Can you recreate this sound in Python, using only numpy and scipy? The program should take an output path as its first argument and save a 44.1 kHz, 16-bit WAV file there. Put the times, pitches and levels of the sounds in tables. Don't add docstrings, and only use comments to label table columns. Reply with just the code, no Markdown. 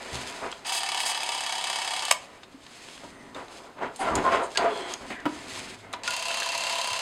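import sys
import numpy as np
from scipy import signal
from scipy.fft import rfft, irfft, next_fast_len
from scipy.io import wavfile
from scipy.ndimage import map_coordinates

SR = 44100
rng = np.random.default_rng(int(sys.argv[2]) if len(sys.argv) > 2 else 0)


def file_out(sig):
    cols = np.atleast_2d(sig).T
    lim = np.clip(cols, -1, 1)
    pcm = np.round(lim * 32767).astype(np.int16)
    wavfile.write(sys.argv[1], SR, pcm)


N = 309141

# f/Hz, level/dB
ROOM_TONE_EQ = [(18, -65), (30, -16.5), (267, -13), (355, -10.5), (928, -16.5), (1090, -14.5), (4780, -29),
                (5730, -31), (15000, -42)]
# f/Hz, t60/s
ROOM_DECAY = [(200, 0.64), (1500, 0.28), (5000, 0.23), (12000, 0.16)]
# f/Hz, width/Hz, gain/dB
MIC_NOTCHES = [(5700, 276, -14.5), (6900, 71, -11)]

# peak t/s, relative level/dB, swell/(dB/s), fade/(dB/s)
HAND_STROKES = [(.19, -40.5, 48, 38), (2.22, -53, 145, 60), (2.79, -51, 73, 34), (2.98, -53, 36, 60),
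                (3.36, -56.5, 400, 67), (3.54, -52.5, 107, 65), (4.02, -46, 156, 63),
                (4.18, -46.5, 300, 23), (4.69, -61, 80, 30), (4.92, -47.5, 35, 155), (5.1, -48, 80, 200),
                (5.3, -49.5, 300, 37), (5.56, -40, 115, 86), (5.7, -50.5, 90, 160)]
# f/Hz, level/dB
SKIN_EQ = [(1000, -12), (2500, 2), (4000, 1.5), (5200, 1), (8000, -3), (10000, -10), (12500, -23.5),
           (16000, -36)]

# t/s, length/s, scrape level/dB, rasp offset/dB, boom offset/dB
GRIP_SHOVES = [(-.03, 0.53, -44.5, -1, -9.5), (0.113, 0.078, -43, -17, -2.5), (.41, 0.053, -33, -10.5, -13),
               (.51, 0.14, -52, -4, -11), (2.213, 0.17, -54.5, -3, -24), (2.99, .33, -54, -7, 2),
               (3.339, .07, -38, -9, -10), (3.466, 0.23, -48.5, -12, -9), (3.761, 0.052, -40, -8, -22),
               (3.804, 0.041, -28.5, -9.5, -15), (3.994, 0.095, -28.5, -7.5, -13),
               (4.091, 0.066, -29, -14, -1), (4.146, 0.048, -27, -7, -2.5), (4.234, 0.065, -24, -11.5, -20),
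               (4.305, 0.056, -23, -5, -22), (4.379, 0.047, -27.5, -16, -25),
               (4.566, 0.093, -24.5, -10, -21), (4.668, 0.049, -33, -8, -20),
               (4.736, 0.2, -38.5, -5, -13.5), (4.992, 0.065, -43.5, -9, -0.5), (5.092, 0.019, -37, 1, -5),
               (5.17, 0.56, -49, 0, -2.5), (5.817, 0.28, -48.5, -5.5, -7)]
# f/Hz, level/dB
SCRAPE_EQ = [(120, -37), (240, -9.5), (400, -0.5), (700, 1), (1050, -0.5), (1450, -3), (2000, -15),
             (3500, -48), (8000, -68)]
# f/Hz, width/Hz, lift/dB
TABLE_MODES = [(252, 83, 4), (398, 73, 3), (680, 145, 4), (980, 85, 5), (1400, 65, 0)]
# f/Hz, level/dB
RASP_EQ = [(700, -20), (1500, -3.5), (2000, 0), (3000, -7), (4500, -18.5), (8000, -25), (14000, -49)]
# f/Hz, level/dB
BOOM_EQ = [(25, -3), (60, -3.5), (110, -3), (200, 1.5), (260, 7.5), (500, -7), (1500, -78)]
# start/s, stop/s, f/Hz, width/Hz, level/dB
SQUEAKS = [(3.048, 3.35, 1957, 344, -59), (3.08, 3.33, 6120, 150, -70), (3.08, 3.34, 8550, 1500, -71),
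           (3.989, 4.04, 9200, 3000, -47), (3.992, 4.051, 778, 35, -34.5), (4.043, 4.104, 1393, 111, -35.5),
           (4.09, 4.16, 1180, 110, -37.5), (4.238, 4.318, 1043, 35, -27), (4.239, 4.31, 1437, 50, -36.5),
           (4.26, 4.34, 679, 35, -31.5), (4.325, 4.365, 1067, 50, -26.5), (4.425, 4.468, 7800, 3500, -48.5),
           (4.59, 4.709, 696, 47, -31), (4.64, 4.78, 416.6, 35.6, -36), (4.788, 4.922, 368, 69.5, -45),
           (4.67, 4.961, 3250, 379, -47), (4.7, 4.95, 4100, 300, -55), (4.7, 4.94, 8200, 900, -60),
           (5.1, 5.158, 2186, 1003, -44), (5.13, 5.225, 1780, 497, -45.5), (5.35, 6.104, 103, 25.1, -58.5),
           (5.76, 6.035, 2080, 242, -61)]
# t/s, level/dB, f/Hz, t60/s
THUMPS = [(.122, -36, 68, .2), (.13, -33.5, 125, 0.22), (2.543, -31.5, 268, 0.067),
          (5.261, -10.5, 302, 0.047), (5.302, -28, 285, 0.065), (6.913, -40, 106, 0.11)]
# t/s, level/dB, t60/s, tilt/(dB/octave)
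KNOCKS = [(.148, -35, 0.062, -4), (3.035, -36.5, 0.085, -1.5), (3.349, -44, 0.055, 4),
          (3.788, -41, 0.032, 1), (5.103, -29.5, 0.049, 1.5), (5.255, -22.5, .05, 1),
          (5.26, -20.5, 0.071, 0)]
# f/Hz, level/dB
GRIP_EQ = [(50, -37), (190, 2), (320, -2.5), (900, -11), (1500, -8.5), (3200, -18.5), (5000, -28),
           (12000, -45.5)]
# f/Hz, width/Hz, lift/dB
GRIP_MODES = [(298, 59, 7.5), (582, 89, 9.5), (745, 50, 8), (950, 140, 17.5), (1280, 120, 8)]
# t/s, level/dB, t60/s, tilt/(dB/octave), ring f/Hz, lift/dB
CLICKS = [(.516, -33, .025, 1.5, 7700, 10), (.526, -29, 0.028, -6, 3230, 13),
          (2.0514, -25, .017, 12, 8200, 11), (2.4325, -39, .041, -4, 3660, 13),
          (2.6652, -40, 0.032, -2.5, 4400, 6), (2.886, -36, 0.021, -5.5, 1200, 6),
          (2.977, -39.5, .022, -5, 3300, 7), (3.347, -36.5, 0.028, 2.5, 3630, 16),
          (3.482, -43, .03, -4, 3900, 6), (3.9605, -37.5, 0.049, 8, 8700, 12),
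          (4.154, -19, 0.028, 7, 7100, 9.5), (4.55, -32, .04, 0, 1630, 17),
          (4.557, -27, 0.046, -5, 1640, 14), (4.5732, -13, 0.029, -0.5, 4650, 8),
          (4.775, -32, .012, -1, 11000, 9), (4.9378, -21.5, 0.016, 3.5, 6500, 14),
          (5.2012, -44, .03, 2, 1800, 6), (5.929, -34.5, .03, 10, 2780, 15),
          (5.9355, -24.5, 0.052, -6, 955, 24), (6.035, -29, .022, 1, 2800, 10),
          (6.0767, -17, 0.027, 1.5, 1435, 23), (6.306, -26, 0.025, -7, 1390, 7),
          (6.421, -24, 0.034, -6, 1700, 5)]
# f/Hz, level/dB
METAL_EQ = [(40, -48), (200, -32), (500, -6), (1000, 3.5), (3000, 9), (4700, 7.5), (8000, 1),
            (11000, -12.5), (16000, -45)]

# t/s, relative level/dB
LATCH_HITS = [(2.1097, -21), (2.112, -7), (2.1233, -19)]
# f/Hz, level/dB
LATCH_EQ = [(60, -43), (380, -28), (560, -5.5), (1100, -3.5), (2500, 0), (5000, -3.5), (8000, -0.5),
            (10000, -9), (13000, -13.5), (16000, -36)]
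# f/Hz, relative level/dB, t60/s
LATCH_MODES = [(998, -16, 0.049), (1193, -14.5, 0.038), (1740, -31, 0.028), (2200, -15.5, .038),
               (2610, -22, .04), (2790, -20, .04), (3760, -17, .025), (5290, -12, 0.028), (7800, -18, .022)]

# start/s, stop/s, first claw stroke t/s, its direction (0 down, 1 back)
MOTOR_RUNS = [(.646, 2.113, .6945, 1), (6.035, 7.02, 6.0768, 1)]
# t/s, rate/(frames/s)
FRAME_RATE = [(.69, 18.3), (.9, 17.6), (1.2, 17.38), (1.6, 17.0), (2.11, 17.0), (6.0, 16.97), (7.0, 16.95)]
# t/s, length/s, level/dB
FILM_DRAGS = [(0.665, 0.044, -35), (0.723, 0.074, -31), (0.995, 0.038, -34), (1.053, 0.067, -30.5)]
# f/Hz, level/dB
DOOR_EQ = [(60, -39), (250, -15), (420, -11), (700, -2.5), (1400, -5), (2500, -4), (4800, 0.5), (6500, -2),
           (9500, -6.5), (11500, -17.5), (14000, -25), (16000, -34.5)]
# f/Hz, width/Hz, lift/dB
DOOR_MODES = [(752, 108, 11.5), (936, 144, 13.5), (1182, 71, 10), (1800, 280, 8), (2250, 126, 10.5),
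              (2622, 88, 12), (2973, 130, 10.5), (3270, 200, 9.5), (3840, 100, 5), (4860, 100, 7.5),
              (8450, 490, 4)]
# f/Hz, level/dB
DIAL_EQ = [(60, -23), (250, -15), (400, -15.5), (600, -0.5), (1400, -1.5), (2500, 0), (4800, -1), (6500, 1),
           (9500, -6.5), (11500, -16.5), (14000, -21), (16000, -36)]
# f/Hz, width/Hz, lift/dB
DIAL_MODES = [(493, 57, 7), (671, 51, 9.7), (989, 140, 13.6), (2100, 130, 2.7), (2716, 250, 12),
              (3140, 98, 8.4), (4200, 700, 5.5), (4680, 160, 6.2)]

TIME = np.arange(N) / SR
HIT_TIME = np.arange(SR // 3) / SR


def amp(db):
    return 10 ** (np.asarray(db) / 20)


def unit(x):
    return x / np.sqrt(np.mean(x ** 2) + 1e-20)


def along(points, hz):
    f, v = np.transpose(points)
    return np.interp(np.log(hz + 1), np.log(f + 1), v)


def window(start, stop, fade):
    return np.clip(np.minimum(TIME - start, stop - TIME) / fade + .5, 0, 1)


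def wobble(rate, size=N):
    return map_coordinates(rng.standard_normal(int(N * rate / SR) + 4), [np.arange(size) * rate / SR])


def add(track, s, sound):
    part = track[round(s * SR):][:len(sound)]
    part += sound[:len(part)]


def soften(x, edge_hz):
    return signal.sosfilt(signal.butter(2, edge_hz, fs=SR, output="sos"), x)


def body(x, eq, modes=(), tilt_db=0):
    m = 2 * next_fast_len(len(x) // 2 + 2048)
    hz = np.fft.rfftfreq(m, 1 / SR)
    db = along(eq, hz) + tilt_db * np.log2(np.maximum(hz, 100) / 1000)
    for centre, width, lift in modes:
        db = db + lift / (1 + (2 * (hz - centre) / width) ** 2)
    cepstrum = irfft(np.log(amp(db)), m)
    cepstrum[1:m // 2] *= 2
    cepstrum[m // 2 + 1:] = 0
    return irfft(rfft(x, m) * np.exp(rfft(cepstrum)), m)[:len(x)]


def grains(rate, spread_db):
    impulses = (rng.random(N) < rate / SR) * rng.choice([-1, 1], N)
    return unit(impulses * amp(spread_db * np.clip(rng.standard_normal(N), -2, 2)))


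def blow(db, t60, eq, modes=(), tilt_db=0):
    fade = amp(-60 * HIT_TIME / t60)
    ring = body(fade * rng.standard_normal(len(fade)), eq, modes, tilt_db)
    return amp(db) * ring * np.linalg.norm(fade) / np.linalg.norm(ring)


def room_tone():
    return amp(-55) * unit(body(soften(rng.standard_normal(N), edge_hz=12500), ROOM_TONE_EQ))


def reverb(x, predelay_s=.005):
    hz, t, noise = signal.stft(rng.standard_normal(SR // 2), SR, nperseg=256)
    tail = signal.istft(noise * amp(-60 * t / along(ROOM_DECAY, hz)[:, None]), SR, nperseg=256)[1]
    return signal.fftconvolve(np.pad(x, (round(predelay_s * SR), 0)), tail / np.linalg.norm(tail))[:N]


def hand_envelope():
    power = np.zeros(N)
    for s, db, swell, fade in HAND_STROKES:
        drop_db = np.maximum(swell * (s - TIME), fade * (TIME - s))
        power += amp(db - np.minimum(drop_db, 100)) ** 2
    return np.sqrt(power)


def hands(rubbing):
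    friction = grains(14000, 3) + amp(-9) * grains(70, 4)
    return unit(body(friction, SKIN_EQ)) * amp(2.5 + 2.1 * wobble(40)) * rubbing


def shove(start, length, attack_s=0.023, release_db_per_s=246):
    age = TIME - start
    return np.clip(age / attack_s, 0, 1) * amp(-release_db_per_s * np.clip(age - length, 0, 1))


def grip_slide(rubbing):
    at_rest = 1 - sum(window(start, stop, .023) for start, stop, _, _ in MOTOR_RUNS)
    creep = amp(-60.5) * at_rest
    power = np.array([creep ** 2 + (amp(-5) * rubbing) ** 2, (amp(-3) * rubbing) ** 2, creep ** 2])
    for start, length, db, rasp_db, boom_db in GRIP_SHOVES:
        power += np.outer(amp([db, db + rasp_db, db + boom_db]) ** 2, shove(start, length) ** 2)
    scrape_gain, rasp_gain, boom_gain = np.sqrt(power)
    scrape = unit(body(grains(3000, 1.6), SCRAPE_EQ, TABLE_MODES)) * amp(-1) * scrape_gain
    rasp = unit(body(grains(4000, 0.92), RASP_EQ)) * amp(-2) * rasp_gain
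    boom = unit(body(grains(2000, 2.9), BOOM_EQ)) * amp(-1) * boom_gain
    return scrape + rasp + boom


def squeaks(sag=0.053):
    out = np.zeros(N)
    for start, stop, hz, width_hz, db in SQUEAKS:
        size = round((stop - start) * SR)
        progress = np.linspace(0, 1, size)
        phase = 2 * np.pi * np.cumsum(hz * (1 + sag * (.5 - progress))) / SR
        tone = wobble(width_hz, size) * np.cos(phase) + wobble(width_hz, size) * np.sin(phase)
        add(out, start, amp(db) * unit(tone * np.sqrt(progress * (1 - progress))))
    return out


def thumps(attack_s=0.0044):
    out, t = np.zeros(N), HIT_TIME
    for s, db, hz, t60 in THUMPS:
        envelope = amp(db - 60 * t / t60) * (1 - np.exp(-t / attack_s))
        add(out, s, envelope * np.sin(2 * np.pi * hz * t))
    return out


def clicks_and_knocks(relative_width=0.071):
    out = np.zeros(N)
    for s, db, t60, tilt_db, ring_hz, lift_db in CLICKS:
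        add(out, s, blow(db, t60, METAL_EQ, [(ring_hz, relative_width * ring_hz, lift_db)], tilt_db))
    for s, db, t60, tilt_db in KNOCKS:
        add(out, s, blow(db, t60, GRIP_EQ, GRIP_MODES, tilt_db))
    return out


def latch():
    out, t = np.zeros(N), HIT_TIME
    attack = 1 - np.exp(-t / .0004)
    for s, db in LATCH_HITS:
        ring = np.zeros(len(t))
        for hz, mode_db, t60 in LATCH_MODES:
            decay = amp(mode_db + rng.normal(0, 1.3) - 60 * t / t60)
            ring += decay * np.sin(2 * np.pi * (hz * t + rng.random()))
        crack = blow(db + 1, 0.016, LATCH_EQ)
        add(out, s, crack + amp(db + 4.5) * ring * attack)
    return out


def film_drag():
    level = sum(amp(db) * window(s, s + length, 0.0064) for s, length, db in FILM_DRAGS)
    return level * unit(body(grains(5000, 2.7), DOOR_EQ, DOOR_MODES, tilt_db=4))


def gears(eq, modes, shaft_hz=222, lift_scale=0.82):
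    turns = np.cumsum(shaft_hz * (1 + 0.0153 * wobble(20))) / SR
    teeth = grains(9000, 1.14) * (1 + 0.18 * np.sin(2 * np.pi * turns)) * amp(1.1 * wobble(70))
    light_modes = np.multiply(modes, [1, 1, lift_scale])
    return unit(body(soften(teeth, edge_hz=10800), eq, light_modes, tilt_db=-0.92))


def claw_strokes(run, rebound_db, rattle_t60=0.078, tick_t60=0.018):
    _, stop, first, direction = run
    count = np.cumsum(2 * np.interp(TIME, *np.transpose(FRAME_RATE))) / SR
    count -= count[round(first * SR)]
    rattle_power, tick_force = np.zeros(N), np.zeros(N)
    age = np.arange(SR // 10) / SR
    strike = amp(-60 * age / rattle_t60) * (1 - np.exp(-age / .0004))
    snap = amp(-60 * age / tick_t60)
    for k in range(int(np.interp(stop - .01, TIME, count)) + 1):
        late, size, bounce, hardness = rng.standard_normal(4)
        returning = (k + direction) % 2
        s = np.interp(k, count, TIME) + .0004 * late
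        db = 0.86 * size + 0.5 * returning
        add(tick_force, s, amp(db + hardness - 6.4 * returning) * snap)
        add(rattle_power, s, (amp(db) * strike) ** 2)
        rebound = amp(db + rebound_db + 2 * bounce) * strike
        add(rattle_power, s + 0.0103 + 0.0013 * bounce, rebound ** 2)
    return np.sqrt(rattle_power), tick_force


def claw(run, eq, modes, rattle_db, rattle_tilt, rebound_db, tick_db, tick_tilt, lift_scale=1.16):
    rattle_force, tick_force = claw_strokes(run, rebound_db)
    chatter = soften(rattle_force * grains(14000, 1.7), edge_hz=12600)
    rattle = unit(body(chatter, eq, np.multiply(modes, [1, 1, lift_scale]), rattle_tilt))
    ticks = unit(body(tick_force * grains(20000, 0.69), eq, modes, tick_tilt))
    start, stop = run[:2]
    run_trim = np.sqrt((stop - start) * SR / N)
    return run_trim * (amp(rattle_db) * rattle + amp(tick_db) * ticks)


def motor_run(run, eq, modes, swell_db_per_s, gear_db, spin_up_s=0.0033, **claw_settings):
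    start, stop = run[:2]
    mechanism = claw(run, eq, modes, **claw_settings) + amp(gear_db) * gears(eq, modes)
    running = np.clip(TIME - start, 0, stop - start)
    level = amp(-30 + swell_db_per_s * running + 0.46 * wobble(8))
    spin_up = 1 - np.exp(-running / spin_up_s)
    return mechanism * level * spin_up * window(start, stop, 0.0056)


def camera():
    door = motor_run(MOTOR_RUNS[0], DOOR_EQ, DOOR_MODES, swell_db_per_s=0.1, gear_db=-5,
                     rattle_db=-4.5, rattle_tilt=0.1, rebound_db=-8.5, tick_db=-8.5, tick_tilt=0.5)
    dial = motor_run(MOTOR_RUNS[1], DIAL_EQ, DIAL_MODES, swell_db_per_s=0.6, gear_db=-4,
                     rattle_db=-4, rattle_tilt=-0.46, rebound_db=-9, tick_db=-11.5, tick_tilt=4)
    return door + dial + film_drag()


def scene():
    rubbing = hand_envelope()
    sustained = camera() + grip_slide(rubbing) + squeaks() + hands(rubbing)
    hits = clicks_and_knocks() + latch() + thumps()
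    close = sustained + hits
    return (close + room_tone() + reverb(amp(-12) * close))[None]


def record(dry, top_hz=15870):
    heard = body(dry[0], [(20, 0), (20000, 0)], MIC_NOTCHES)
    m = next_fast_len(N + 4096)
    passband = np.fft.rfftfreq(m, 1 / SR) < top_hz
    return irfft(rfft(heard, m) * passband, m)[None, :N]


dry = scene()
out = record(dry)
file_out(out)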